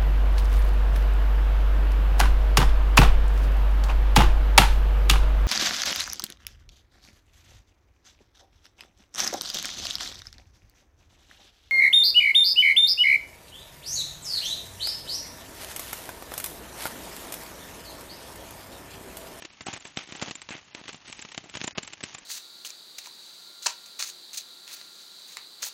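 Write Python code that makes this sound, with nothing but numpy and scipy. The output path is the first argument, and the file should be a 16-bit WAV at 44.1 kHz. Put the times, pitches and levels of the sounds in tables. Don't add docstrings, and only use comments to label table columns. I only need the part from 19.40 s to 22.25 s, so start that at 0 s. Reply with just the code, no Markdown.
import sys
import numpy as np
from scipy import signal
from scipy.fft import rfft, irfft, next_fast_len
from scipy.io import wavfile
from scipy.ndimage import map_coordinates

SR = 44100
rng = np.random.default_rng(int(sys.argv[2]) if len(sys.argv) > 2 else 0)


def volts(x):
    e = np.asarray(x, float) / 20
    return 10 ** e


def log_audio(samples):
    frames = np.atleast_2d(samples).T
    limited = np.clip(frames, -1, 1)
    pcm = np.round(limited * 32767).astype(np.int16)
    wavfile.write(sys.argv[1], SR, pcm)


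N = 125685

# [f/Hz, level/dB]
SCATTER_COLOUR = [(180, -12.5), (300, -1.5), (506, -6.5), (2730, -3), (4910, -12.5), (6800, -9.5),
                  (8840, -36.5), (15000, -120)]


def unit(x):
    return x / np.sqrt(np.mean(x ** 2) + 1e-20)


def along(points, hz):
    f, v = np.transpose(points)
    return np.interp(np.log(hz + 1), np.log(f + 1), v)


def coloured(x, points):
    gain = volts(along(points, np.fft.rfftfreq(4096, 1 / SR)))
    cepstrum = irfft(np.log(np.maximum(gain, 1e-4)))
    cepstrum[1:2048] *= 2
    cepstrum[2049:] = 0
    response = irfft(np.exp(rfft(cepstrum)))
    return signal.fftconvolve(x, response)[:len(x)]


def lay(out, s, sound):
    out[round(s * SR):][:len(sound)] += sound


def snaps(per_s, spread_db):
    chance, size = rng.random((2, N))
    ticks = (chance < per_s / SR) * volts(-spread_db * np.log(size + 0.018))
    decay = volts(-60 * np.arange(600) / SR / 0.006)
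    puffs = signal.fftconvolve(ticks, decay)[:N]
    return unit(coloured(puffs * rng.standard_normal(N), SCATTER_COLOUR))


def sizzle():
    # [f/Hz, level/dB]
    air_colour = [(18, -54), (30, 26.5), (277, 4), (399, -3.5), (1160, 1.5), (3070, 2), (6800, -7.5),
                  (8840, -27), (15000, -120)]
    sizzle_db, snap_db, hiss_db = -50.5, -6, -5
    flutter = map_coordinates(rng.standard_normal(N // 100), [np.arange(N) * 70 / SR])
    hiss = unit(coloured(rng.standard_normal(N), air_colour)) * volts(3.9 * flutter)
    sparks = snaps(per_s=1500, spread_db=5)
    return volts(sizzle_db) * (volts(snap_db) * sparks + volts(hiss_db) * hiss)


def flares():
    # [start/s, length/s, level/dB, tilt to the highs/dB, lift near 2.6 kHz/dB]
    fizzing_stars = [(0.258, 0.064, -38, -0.5, 0), (0.327, 0.05, -36.5, -2, 3.5),
                     (0.442, 0.046, -44, 0.5, -3.5), (0.558, 0.088, -43, 0.5, 3.5),
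                     (0.684, 0.15, -43.5, -1, -0.5), (0.829, 0.024, -36.5, -0.5, -1.5),
                     (0.86, 0.032, -35, -2, -1.5), (0.916, 0.018, -50.5, 11.5, -6.5),
                     (1.106, 0.054, -45.5, -4, 11.5), (1.164, 0.037, -49, -0.5, 6),
                     (1.357, 0.059, -45, -3, 0), (1.471, 0.042, -41.5, 2.5, 1), (1.645, 0.3, -51, 4.5, 2.5),
                     (2.027, 0.049, -58, -13.5, -2.5), (2.127, 0.046, -44.5, 1.5, 0.5),
                     (2.19, 0.071, -43, 3.5, -4.5), (2.346, 0.022, -46.5, -4.5, 4),
                     (2.63, 0.13, -46, 3.5, -1)]
    rise_s, fall_s, sag_db, rumble_db = 0.012, 0.0062, -5.5, -11
    out, t = np.zeros(N + SR), np.arange(SR // 2) / SR
    rumble = unit(coloured(rng.standard_normal(N), [(60, -15.0), (150, 3.5), (900, -15.0)]))
    rush = snaps(per_s=2000, spread_db=0.63) + volts(rumble_db) * rumble
    rush = np.pad(rush, (0, SR))
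    for s, length, db, tilt_db, fizz_db in fizzing_stars:
        edge = np.clip(np.minimum(t / rise_s, (length - t) / fall_s + 1), 0, 1)
        gain = edge * volts(db + sag_db * np.clip(t / length, 0, 2))
        colour = [(800, -tilt_db), (2600, fizz_db), (6000, tilt_db)]
        lay(out, s, coloured(gain * rush[round(s * SR):][:len(t)], colour))
    return out[:N]


def body_rings():
    # [t/s, f/Hz, level/dB]
    rings = [(0.048, 335, -33.5), (0.209, 105, -32.5), (.267, 760, -29), (.285, 790, -26), (0.334, 97, -25),
             (.573, 795, -31), (1.978, 677, -36), (1.979, 354, -32), (2.153, 100, -25), (2.278, 990, -30.5),
             (2.277, 600, -35), (2.382, 435, -22), (2.747, 100, -36)]
    t60_s = 0.03
    out, t = np.zeros(N + SR), np.arange(SR // 5) / SR
    for s, hz, db in rings:
        lay(out, s, -volts(db - 60 * t / t60_s) * np.sin(2 * np.pi * hz * t))
    return out[:N]


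def yard(size):
    # [f/Hz, t60/s]
    yard_t60 = [(150, 0.17), (2000, 0.51), (5000, 0.81)]
    hz, t, z = signal.stft(rng.standard_normal(size), SR, nperseg=256)
    fade = volts(-60 * t / along(yard_t60, hz)[:, None])
    tail = signal.istft(z * fade, SR, nperseg=256)[1]
    return tail / np.linalg.norm(tail)


def blast(t, width_s):
    u = t / width_s
    return (u - 1) * np.exp(-u)


def blast_front(t):
    # [f/Hz, level/dB]
    front_colour = [(100, -26), (700, -5), (2800, 3), (6500, 1), (9000, -20)]
    rebound_s, rebound_db = 0.00021, -11
    front = coloured(blast(t, width_s=0.00014), front_colour)
    front = front / abs(front).max()
    return front - volts(rebound_db) * np.roll(front, round(rebound_s * SR))


def front_copies(front):
    mean_delay_s = 0.002
    delay, size = rng.random((2, 5))
    copies = np.zeros(len(front))
    for d, gain in zip(delay, np.cos(7 * size)):
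        copies += gain * np.roll(front, round(mean_delay_s * SR * 2 * d))
    return copies


def pops():
    # [t/s, peak level/dB, push over the front/dB, spray over the front/dB]
    bursting_stars = [(0.0223, -32, 2, -0.5), (0.05, -33, 2.5, 4), (0.2077, -35, 5.5, 5.5),
                      (0.2666, -33, 4, 6.5), (0.2853, -30.5, 12, -6), (0.3073, -35, -15, -4.5),
                      (0.329, -30, -4.5, -0.5), (0.3355, -35, -10.5, -4), (0.4528, -34.5, 6, 0.5),
                      (0.5726, -11, -5, -14.5), (0.6095, -31, -12, -5), (0.7233, -26, 1.5, -7.5),
                      (0.7516, -31.5, 2.5, -1.5), (0.7959, -30, -13, -5.5), (0.8151, -32, -21.5, 7),
                      (0.8242, -22, 8.5, 1), (0.8599, -27.5, -11.5, -4.5), (0.8822, -32.5, 10.5, 0),
                      (0.9102, -25, 2.5, -0.5), (0.9545, -24.5, -13, -13),
                      (1.018, -23.5, -24.5, -13), (1.0891, -27, -9.5, -3), (1.1067, -32, 8.5, 0),
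                     (1.1237, -34.5, -14, 0), (1.152, -35.5, 9, -2), (1.349, -22.5, -4, -10),
                     (1.414, -42.5, 13, -13), (1.4567, -32, -7.5, -10.5), (1.4802, -25, -8, -8),
                     (1.4913, -28, 1.5, -2), (1.5296, -40, 3, 4.5), (1.5448, -37.5, 8.5, 1),
                     (1.682, -30, -10.5, -13.5), (1.7273, -22, -18.5, -15.5), (1.7922, -28, -3, -6.5),
                     (1.8243, -25.5, -19, -11.5), (1.8501, -35, 6.5, 2.5), (1.9182, -30, -21.5, -5.5),
                     (1.9458, -31, -10, -1), (1.9782, -16.5, -4.5, -14),
                      (2.0974, -29.5, -6.5, -14), (2.1514, -30, -1, 5), (2.171, -27, 4, -1.5),
                    (2.2067, -25.5, -13.5, -19), (2.2149, -15, -5.5, -16.5), (2.2395, -30.5, -5, 5),
                    (2.2435, -24.5, 8, -4.5), (2.2776, -17.5, -2.5, -8.5), (2.309, -29.5, -27, -6.5),
                    (2.3766, -27.5, 6, -9.5), (2.381, -16, -1, -2), (2.4318, -26, -7.5, -8.5),
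                    (2.4765, -25.5, -17, -8), (2.5251, -39, -9, 0), (2.534, -25, -18, -9.5),
                    (2.6067, -30.5, -7.5, -4), (2.6304, -32, -0.5, -10), (2.6378, -15.5, -3.5, -18.5),
                    (2.7477, -28, -9.5, -2), (2.7835, -31, -8, -7),
                      (0.1336, -47.5, -25.5, -4), (0.2822, -27, -5, -13), (0.407, -39.5, -13, -6.5),
                   (0.4246, -35.5, -23, -8.5), (0.5887, -29, -3, -1.5), (0.6744, -36, -5, -6),
                   (0.6905, -42.5, 9, -18.5), (0.8976, -29, -3, -8), (0.9954, -39.5, -30, -8.5),
                   (1.165, -41.5, -26, 5), (1.1796, -36, -1.5, -5), (1.4386, -36, -29, -3.5),
                   (1.699, -33, 3.5, -10.5), (1.888, -37, -16.5, -1.5), (2.0414, -43.5, 7.5, -16.5),
                   (2.14, -29.5, -6, -6.5), (2.265, -39, -10, -0.5), (2.2825, -32, -11, -20),
                   (2.403, -55, -20, -23), (2.447, -37, -12.5, -2), (2.504, -39, 0, -7),
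                   (2.5718, -43.5, -9, -3.5), (2.7287, -38, -19.5, -11)]
    push_s, push_varies = 0.00097, 0.2
    spray_t60_s, spray_rise_s = 0.032, 0.00075
    copies_db, yard_db = -10.5, -17
    out, t = np.zeros(N + SR), np.arange(SR // 12) / SR
    front = blast_front(t)
    for s, db, push_db, spray_db in bursting_stars:
        u = t / (push_s * np.exp(push_varies * rng.standard_normal()))
        push = -np.cos(u) * np.exp(-u / 1.11)
        noise = unit(coloured(rng.standard_normal(len(t)), SCATTER_COLOUR))
        spray = noise * volts(-60 * t / spray_t60_s) * (1 - np.exp(-t / spray_rise_s))
        direct = front - volts(copies_db) * front_copies(front)
        pop = volts(db) * (direct + volts(push_db) * push + volts(spray_db) * spray)
        echo = volts(yard_db) * signal.fftconvolve(np.pad(pop, (300, 0)), yard(size=SR // 4))
        lay(out, s, pop)
        lay(out, s, echo)
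    return out[:N]


def scene():
    return (pops() + body_rings() + sizzle() + flares())[None]


def whistles():
    # [middle/s, level/dB, f/Hz]
    stray_whistles = [(0.023, -57, 7820), (0.054, -51, 7100), (0.13, -63.5, 7660), (0.221, -50.5, 7180),
                      (0.268, -41.5, 7730), (0.338, -38.5, 6960), (0.373, -52, 7760), (0.405, -50, 7090),
                      (0.452, -50.5, 7650), (0.476, -50, 7330), (0.505, -64, 7730), (0.572, -45.5, 7580),
                      (0.582, -56.5, 7700), (0.627, -67, 7540), (0.637, -60.5, 7900), (0.676, -58, 7550),
                      (0.723, -51, 7250), (0.766, -47, 7270), (0.82, -43.5, 7150), (0.83, -41, 7130),
                      (0.893, -52, 6950), (0.911, -49, 7300), (0.957, -39.5, 7100), (1.02, -47.5, 7530),
                      (1.101, -51, 7400), (1.114, -50, 7060), (1.131, -55.5, 7810), (1.182, -59.5, 7200),
                      (1.25, -63, 6900), (1.351, -54.5, 7600),
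                      (1.397, -64, 7800), (1.486, -50.5, 7660), (1.532, -51, 7330), (1.564, -55.5, 7140),
                     (1.68, -52.5, 7850), (1.7, -52, 7840), (1.727, -46, 7360), (1.774, -55.5, 7800),
                     (1.821, -42.5, 7260), (1.922, -52.5, 7600), (1.98, -46, 7160), (2.045, -57, 7330),
                     (2.1, -51.5, 7450), (2.159, -50, 7820), (2.175, -46, 6930), (2.244, -39.5, 7170),
                     (2.277, -33.5, 7080), (2.381, -46.5, 6760), (2.433, -42, 7300), (2.476, -45.5, 7540),
                     (2.535, -45, 7270), (2.638, -37.5, 7760), (2.654, -57, 7070), (2.748, -42.5, 7120),
                     (2.787, -46, 7200)]
    length_s, spacing_hz = 0.016, 245
    near_db, far_db, rasp_db = -5.5, -17, -30
    out, t = np.zeros(N + SR), np.arange(round(length_s * SR)) / SR
    rasp = unit(coloured(rng.standard_normal(N + SR), [(6700, -80), (7000, 0), (8600, -6), (9000, -80)]))
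    swell = np.sin(np.pi * t / length_s)
    for s, db, hz in stray_whistles:
        near, far = hz + spacing_hz * rng.integers([1, 3], [3, 7])
        pitch = np.minimum([[hz], [near], [far]], 8850)
        phase = rng.random(3)[:, None]
        tones = np.sin(2 * np.pi * (pitch * t + phase))
        chord = volts(np.array([0, near_db, far_db])) @ tones
        chord = chord + volts(rasp_db) * rasp[round(s * SR):][:len(t)]
        lay(out, s - length_s / 2, volts(db + 2.5) * chord * swell)
    return out[:N]


def band_limit(x):
    low_hz, top_hz = 105, 6820
    m = next_fast_len(N + SR // 4)
    hz = np.fft.rfftfreq(m, 1 / SR)
    band = (hz < top_hz) * (1j * hz / (low_hz + 1j * hz)) ** 2
    return irfft(rfft(x, m) * band, m)[:, :N]


def dropouts(x):
    # [start/s, length/s, from f/Hz, to f/Hz]
    silenced = [
        (.243, .011, 2200, 5400),
        (.243, .011, 500, 1300),
        (1.31, .03, 5800, 9000),
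        (.084, .025, 5900, 9000),
        (2.324, .01, 2700, 4300),
        (2.333, .017, 2200, 9000),
        (2.325, .022, 700, 1300),
        (2.335, .017, 350, 700),
        (2.338, .011, 1500, 2000),
        (2.35, .022, 5400, 9000),
    ]
    hz, t, z = signal.stft(x, SR, nperseg=256, noverlap=224)
    for s, length, low_hz, high_hz in silenced:
        in_band = (hz[:, None] > low_hz) & (hz[:, None] < high_hz)
        z = z * ~(in_band & (t > s) & (t < s + length))
    return signal.istft(z, SR, nperseg=256, noverlap=224)[1][:, :N]


def roll_off(x):
    return signal.sosfilt(signal.butter(12, 9070, fs=SR, output="sos"), x)


def record(dry):
    # [f/Hz, level/dB]
    mic_colour = [(50, -0.5), (120, 0.5), (250, 0), (470, -3.5), (760, 0), (1400, -3), (2700, -1),
                  (5000, 0.5)]
    limit = 0.25
    limited = dry / (1 + abs(dry / limit) ** 4) ** (1 / 4)
    heard = coloured(limited[0], mic_colour)[None]
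    kept = dropouts(band_limit(heard))
    return roll_off(kept + whistles())


dry = scene()
out = record(dry)
log_audio(out)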